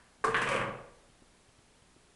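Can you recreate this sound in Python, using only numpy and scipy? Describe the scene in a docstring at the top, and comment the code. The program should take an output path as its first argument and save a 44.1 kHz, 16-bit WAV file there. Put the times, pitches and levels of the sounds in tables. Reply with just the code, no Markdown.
"""A small quiet room: hiss, faint mains hum, the last ring of a pool shot and a soft microphone bump.
The ball knocks into a corner pocket; the pocket rings, the heavy frame thuds, the table sways on its legs.
It starts to roll, drops and bounces on the hard chute below, then jolts down the wooden ball return,
with a burst of bright recorder fizz on each blow; its rumble dulls and fades deeper in the table.
The room rings out, and a few more soft bumps at the microphone sound over the hiss and hum."""
import sys
import numpy as np
from scipy import signal
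from scipy.fft import rfft, irfft
from scipy.io import wavfile

SR = 44100
rng = np.random.default_rng(int(sys.argv[2]) if len(sys.argv) > 2 else 0)


def log_audio(samples):
    """Write samples as a 16-bit WAV file to the path given in sys.argv[1]."""
    # one column per channel
    frames = np.atleast_2d(samples).T
    # limit to full scale, then quantise
    limited = np.clip(frames, -1, 1)
    pcm = np.round(limited * 32767).astype(np.int16)
    wavfile.write(sys.argv[1], SR, pcm)


N = 94815
T = np.arange(N) / SR


def from_db(db):
    """Decibels to gain."""
    return 10 ** (np.asarray(db) / 20)


def unit(x):
    """Scale to energy 1."""
    return x / np.sqrt(np.sum(x ** 2) + 1e-20)


def decay(t, t60_s):
    """A fade that falls 60 dB in t60_s."""
    return np.exp(-np.log(1000) * t / t60_s)


def at_hz(points, hz):
    """Read a table on a log-frequency axis."""
    f, value = np.transpose(points)
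    return np.interp(np.log(np.maximum(hz, 1)), np.log(f), value)


def filtered(x, hz, kind="low", order=2):
    """Butterworth filter."""
    return signal.sosfilt(signal.butter(order, hz, kind, fs=SR, output="sos"), x + 1e-18)


def coloured(x, spectrum):
    """Shape a signal with a smooth EQ curve."""
    gain = from_db(at_hz(spectrum, np.fft.rfftfreq(2 * N, 1 / SR)))
    return irfft(rfft(x, 2 * N) * gain)[:N]


def click(start_s):
    """A unit impulse."""
    return 1.0 * (np.arange(N) == int(start_s * SR))


def body(force, modes):
    """Ring a set of resonances: their powers add, and the ring starts at the blow (minimum phase)."""
    f = np.maximum(np.fft.rfftfreq(SR, 1 / SR), 1)
    power = sum(from_db(db) ** 2 / (1 + ((f - hz * hz / f) / width_hz) ** 2) for hz, width_hz, db in modes)
    cepstrum = irfft(np.log(power) / 2, SR)
    cepstrum[1:SR // 2] *= 2
    cepstrum[SR // 2 + 1:] = 0
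    response = irfft(np.exp(rfft(cepstrum)), SR)
    return signal.fftconvolve(force, response)[:N]


# Tone of the hiss: frequency_hz, gain_db
HISS_EQ = [(20, 3), (35, 2), (80, -1.5), (200, -4.5), (500, -4.5), (1000, -7.5), (2000, -10.5), (4000, -14),
           (6500, -16), (8500, -15.5), (11000, -18)]
# Partials of the hum: harmonic_number, level_db
HUM_PARTIALS = [(1, -75.5), (2, -81), (3, -78.5), (4, -78.5), (5, -83), (6, -84.5), (7, -85.5)]


def room_tone(mains_hz=60.04):
    """A bed of hiss and mains hum, with the shot's last ring fading in the room."""
    hiss = from_db(-63.5) * unit(coloured(rng.standard_normal(N), HISS_EQ))
    shot_band = unit(filtered(rng.standard_normal(N), (940, 1850), "band"))
    shot_tail = from_db(-63) * shot_band * decay(T, t60_s=0.55)
    hum = sum(from_db(db) * np.sqrt(2) * np.sin(2 * np.pi * (harmonic * mains_hz * T + rng.random()))
              for harmonic, db in HUM_PARTIALS)
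    return np.sqrt(N) * (hiss + shot_tail) + hum


# Soft bumps at the microphone: start_s, level_db, pitch_hz, ping_db
MIC_BUMPS = [(.214, -51, 89.5, -63), (1.097, -50.5, 69.4, -61.5), (1.221, -48.5, 250, -72),
             (1.488, -51.5, 100, -63), (1.588, -52.5, 100, -62.5), (1.821, -52, 95, -66),
             (1.964, -50.5, 274, -75)]


def microphone_bumps(ping_hz=3100):
    """Each bump is a short low swing with a faint high ping, then a dull tick."""
    out = 0
    for start_s, level_db, pitch_hz, ping_db in MIC_BUMPS:
        t = np.maximum(T - start_s, 0)
        swing = -np.sin(2 * np.pi * pitch_hz * t) * decay(t, t60_s=0.034)
        ping = np.sin(2 * np.pi * ping_hz * t) * decay(t, t60_s=0.037)
        tick = from_db(27.5) * filtered(click(start_s + 0.005), hz=500)
        out += from_db(level_db) * (swing + tick) + from_db(ping_db) * ping
    return out


# The ball hits the back of the pocket: start_s, level_db, cutoff_hz, fizz_db, thud_db
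POCKET_KNOCKS = [(0.2407, -5.5, 2600, -18.5, -17), (0.2448, 0, 1487, -6.5, -8.5),
                 (0.2812, -6.5, 2190, -28, 1.5)]
# Ring of the pocket: pitch_hz, width_hz, level_db
POCKET_MODES = [(255, 27, 7.5), (335, 33, 9), (394, 19, 17.5), (447.5, 18, 26.5), (741, 86, 15.5),
                (1066, 23, 25), (1143, 94, 24.5), (1633, 165, 19), (2090, 120, 5.5)]


def pocket():
    """The ball knocks into the open pocket, the part heard most directly."""
    return knocks(POCKET_KNOCKS, POCKET_MODES, direct_db=-6.5)


def contact(hits):
    """Force of a run of blows; a softer contact makes a duller pulse."""
    force = np.zeros(N)
    impulse = click(0)[:SR // 100]
    for start_s, level_db, cutoff_hz, _, _ in hits:
        i = int(start_s * SR)
        force[i:i + len(impulse)] += from_db(level_db) * filtered(impulse, cutoff_hz, order=7)
    return force


# Tone of the recorder fizz: frequency_hz, gain_db
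FIZZ_EQ = [(500, -11), (2000, 5.5), (4000, 0.5), (6500, -1.5), (8300, 1), (11000, -7)]


def knocks(hits, modes, direct_db):
    """The struck part rings, with a burst of bright recorder fizz on each blow."""
    # alternate blows scatter differently
    rings = sum(room(body(contact(hits[k::2]), modes), direct_db) for k in range(2))
    fizz = sum(from_db(fizz_db) * click(start_s) for start_s, _, _, fizz_db, _ in hits)
    return rings + room(coloured(fizz, FIZZ_EQ), direct_db=-12)


# Reverb time of the small room: frequency_hz, t60_s
ROOM_DECAY = [(60, 0.46), (200, 0.52), (550, 0.68), (1200, 0.43), (2500, 0.41), (5000, 0.42), (11000, 0.38)]


def room(x, direct_db, tail_rise_s=0.0082):
    """Direct sound, a quick scatter off the table and a tail that dies band by band."""
    t, hz = T[:SR], np.fft.rfftfreq(SR, 1 / SR)
    white = rfft(rng.standard_normal(SR))
    tail = 0
    for centre_hz, t60_s in ROOM_DECAY:
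        band = at_hz([(f, f == centre_hz) for f, _ in ROOM_DECAY], hz)
        tail += irfft(white * band, SR) * decay(t, t60_s)
    tail *= 1 - np.exp(-t / tail_rise_s)
    scatter = rng.standard_normal(SR) * decay(t, t60_s=0.076)
    response = from_db(-4.5) * unit(tail) + from_db(-5) * unit(scatter)
    return from_db(direct_db) * x + signal.fftconvolve(x, response)[:N]


# Low ring of the table's frame: pitch_hz, width_hz, level_db
FRAME_MODES = [(31, 9.2, 10), (55.4, 8.8, -2), (105.8, 7.6, 16), (127.6, 8.8, 15.5), (165.5, 19, 14.5),
               (193.3, 27.5, 16.5)]


def frame_thud(roll_force):
    """Every blow and the rolling shake the heavy frame, adding weight underneath."""
    hits = POCKET_KNOCKS + CHUTE_BOUNCES + RETURN_JOLTS
    blows = sum(from_db(thud_db) * click(start_s) for start_s, _, _, _, thud_db in hits)
    low_force = filtered(blows + from_db(-6) * roll_force, hz=277)
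    return room(body(low_force, FRAME_MODES), direct_db=-8)


def table_sway(pitch_hz=30.5):
    """The first knock sets the whole table swaying on its legs: a long sub-bass ring."""
    t = np.maximum(T - POCKET_KNOCKS[0][0], 0)
    return from_db(-50) * decay(t, t60_s=2.93) * np.sin(2 * np.pi * pitch_hz * t)


# Swell and fade of the rolling contact: time_s, level_db
ROLL_ENVELOPE = [(.27, -13), (.35, -10), (.45, -3.5), (.53, 1.5), (0.609, -4.5), (.67, -9.5), (.73, -17),
                 (.8, -21.5), (.9, -28), (1.05, -50)]


def rolling_force(bumps_per_s=310, trim_db=-15, spread_db=7):
    """Dense, uneven little bumps under the rolling ball."""
    time_s, level_db = np.transpose(ROLL_ENVELOPE)
    jitter, direction, strength = rng.random((SR // 10, 3)).T
    starts_s = (np.arange(len(jitter)) + jitter) / bumps_per_s
    bump_db = trim_db + np.interp(starts_s, time_s, level_db) + spread_db * (2 * strength - 1)
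    sizes = np.sign(direction - 0.5) * from_db(bump_db)
    rolling = (starts_s > time_s[0]) & (starts_s < time_s[-1])
    return np.bincount((starts_s[rolling] * SR).astype(int), sizes[rolling], N)


# Ring of the wooden ball return: pitch_hz, width_hz, level_db
RETURN_MODES = [(315, 150, 7.5), (435, 77, 8.1), (461, 22, 6.2), (503, 26.5, 16), (557, 17.2, 19.3),
                (715, 80, 8.2), (923, 100, 6.3), (1000, 63, 12), (1137, 53, 18.4), (1162, 71, 13.2),
                (1237, 27, 13), (1455, 50, 5.3), (1603, 170, 9.7), (1786, 53, 5.9), (2180, 330, 9.6),
                (2615, 380, 7.1), (3090, 280, 2)]


def rumble(roll_force, open_hz=3020, muffle_from_s=0.62, octaves_per_s=2.7):
    """Rolling rings the wooden return, ever more muffled as the ball goes deeper into the table."""
    muffled = np.zeros(N + SR)
    step = SR // 25
    for i in range(0, int(ROLL_ENVELOPE[-1][0] * SR), step):
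        cutoff_hz = open_hz * 2 ** (-octaves_per_s * max(T[i] - muffle_from_s, 0))
        block = np.pad(roll_force[i:i + step], (0, step))
        muffled[i:i + 2 * step] += filtered(block, cutoff_hz, order=4)
    return room(body(muffled[:N], RETURN_MODES), direct_db=-11.5)


# The ball lands on the chute: start_s, level_db, cutoff_hz, fizz_db, thud_db
CHUTE_BOUNCES = [(0.3443, -0.5, 3900, -18, -9), (0.3493, -4, 3460, -20.5, -26), (.3675, -6, 3520, -13, -7),
                 (.385, -15, 3250, -21, -6), (0.4139, -8.5, 3330, -17.5, -4.5),
                 (0.4177, -4.5, 3200, -8, -10), (.437, -12, 3500, -36, -5.5)]
# Ring of the chute: pitch_hz, width_hz, level_db
CHUTE_MODES = [(319, 50, 11), (416, 23, 16), (456, 27, 17.5), (750, 88, 3), (1090, 105, 20),
               (1626, 233, 21.5), (1730, 110, 12), (2480, 530, 9), (3200, 240, 4.6), (3900, 250, -10)]


def chute():
    """The ball drops and bounces on the hard chute: a bright, roomy clatter."""
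    return knocks(CHUTE_BOUNCES, CHUTE_MODES, direct_db=-16.5)


# The ball jolts along the return: start_s, level_db, cutoff_hz, fizz_db, thud_db
RETURN_JOLTS = [(.474, -3.5, 3450, -16, 0.5), (.489, -1.5, 3040, -7.5, -2.5),
                (.517, -1.5, 3170, -11.5, -0.5), (.543, -6, 3150, -13, -9), (.563, -2.5, 3260, -17.5, -6.5),
                (.596, -5, 2860, -30, -1), (.614, -1.5, 2030, -22.5, 3), (.652, -11, 1950, -51, -20),
                (0.668, -14.5, 1800, -51, -7), (.747, -13.5, 1660, -48, -13)]


def ball_return():
    """The ball knocks against the wooden return, the last jolts softer and duller."""
    return knocks(RETURN_JOLTS, RETURN_MODES, direct_db=-11.5)


def scene():
    """Pocket, chute and return over the quiet room, in mono."""
    roll_force = rolling_force()
    ball = pocket() + chute() + ball_return() + rumble(roll_force)
    low_end = frame_thud(roll_force) + table_sway()
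    return (ball + low_end + microphone_bumps() + room_tone())[None]


def record(dry, cutoff_hz=11130):
    """A steep low-pass takes off the top."""
    return signal.sosfilt(signal.ellip(12, 0.1, 70, cutoff_hz, fs=SR, output="sos"), dry)


dry = scene()
out = record(dry)
log_audio(out)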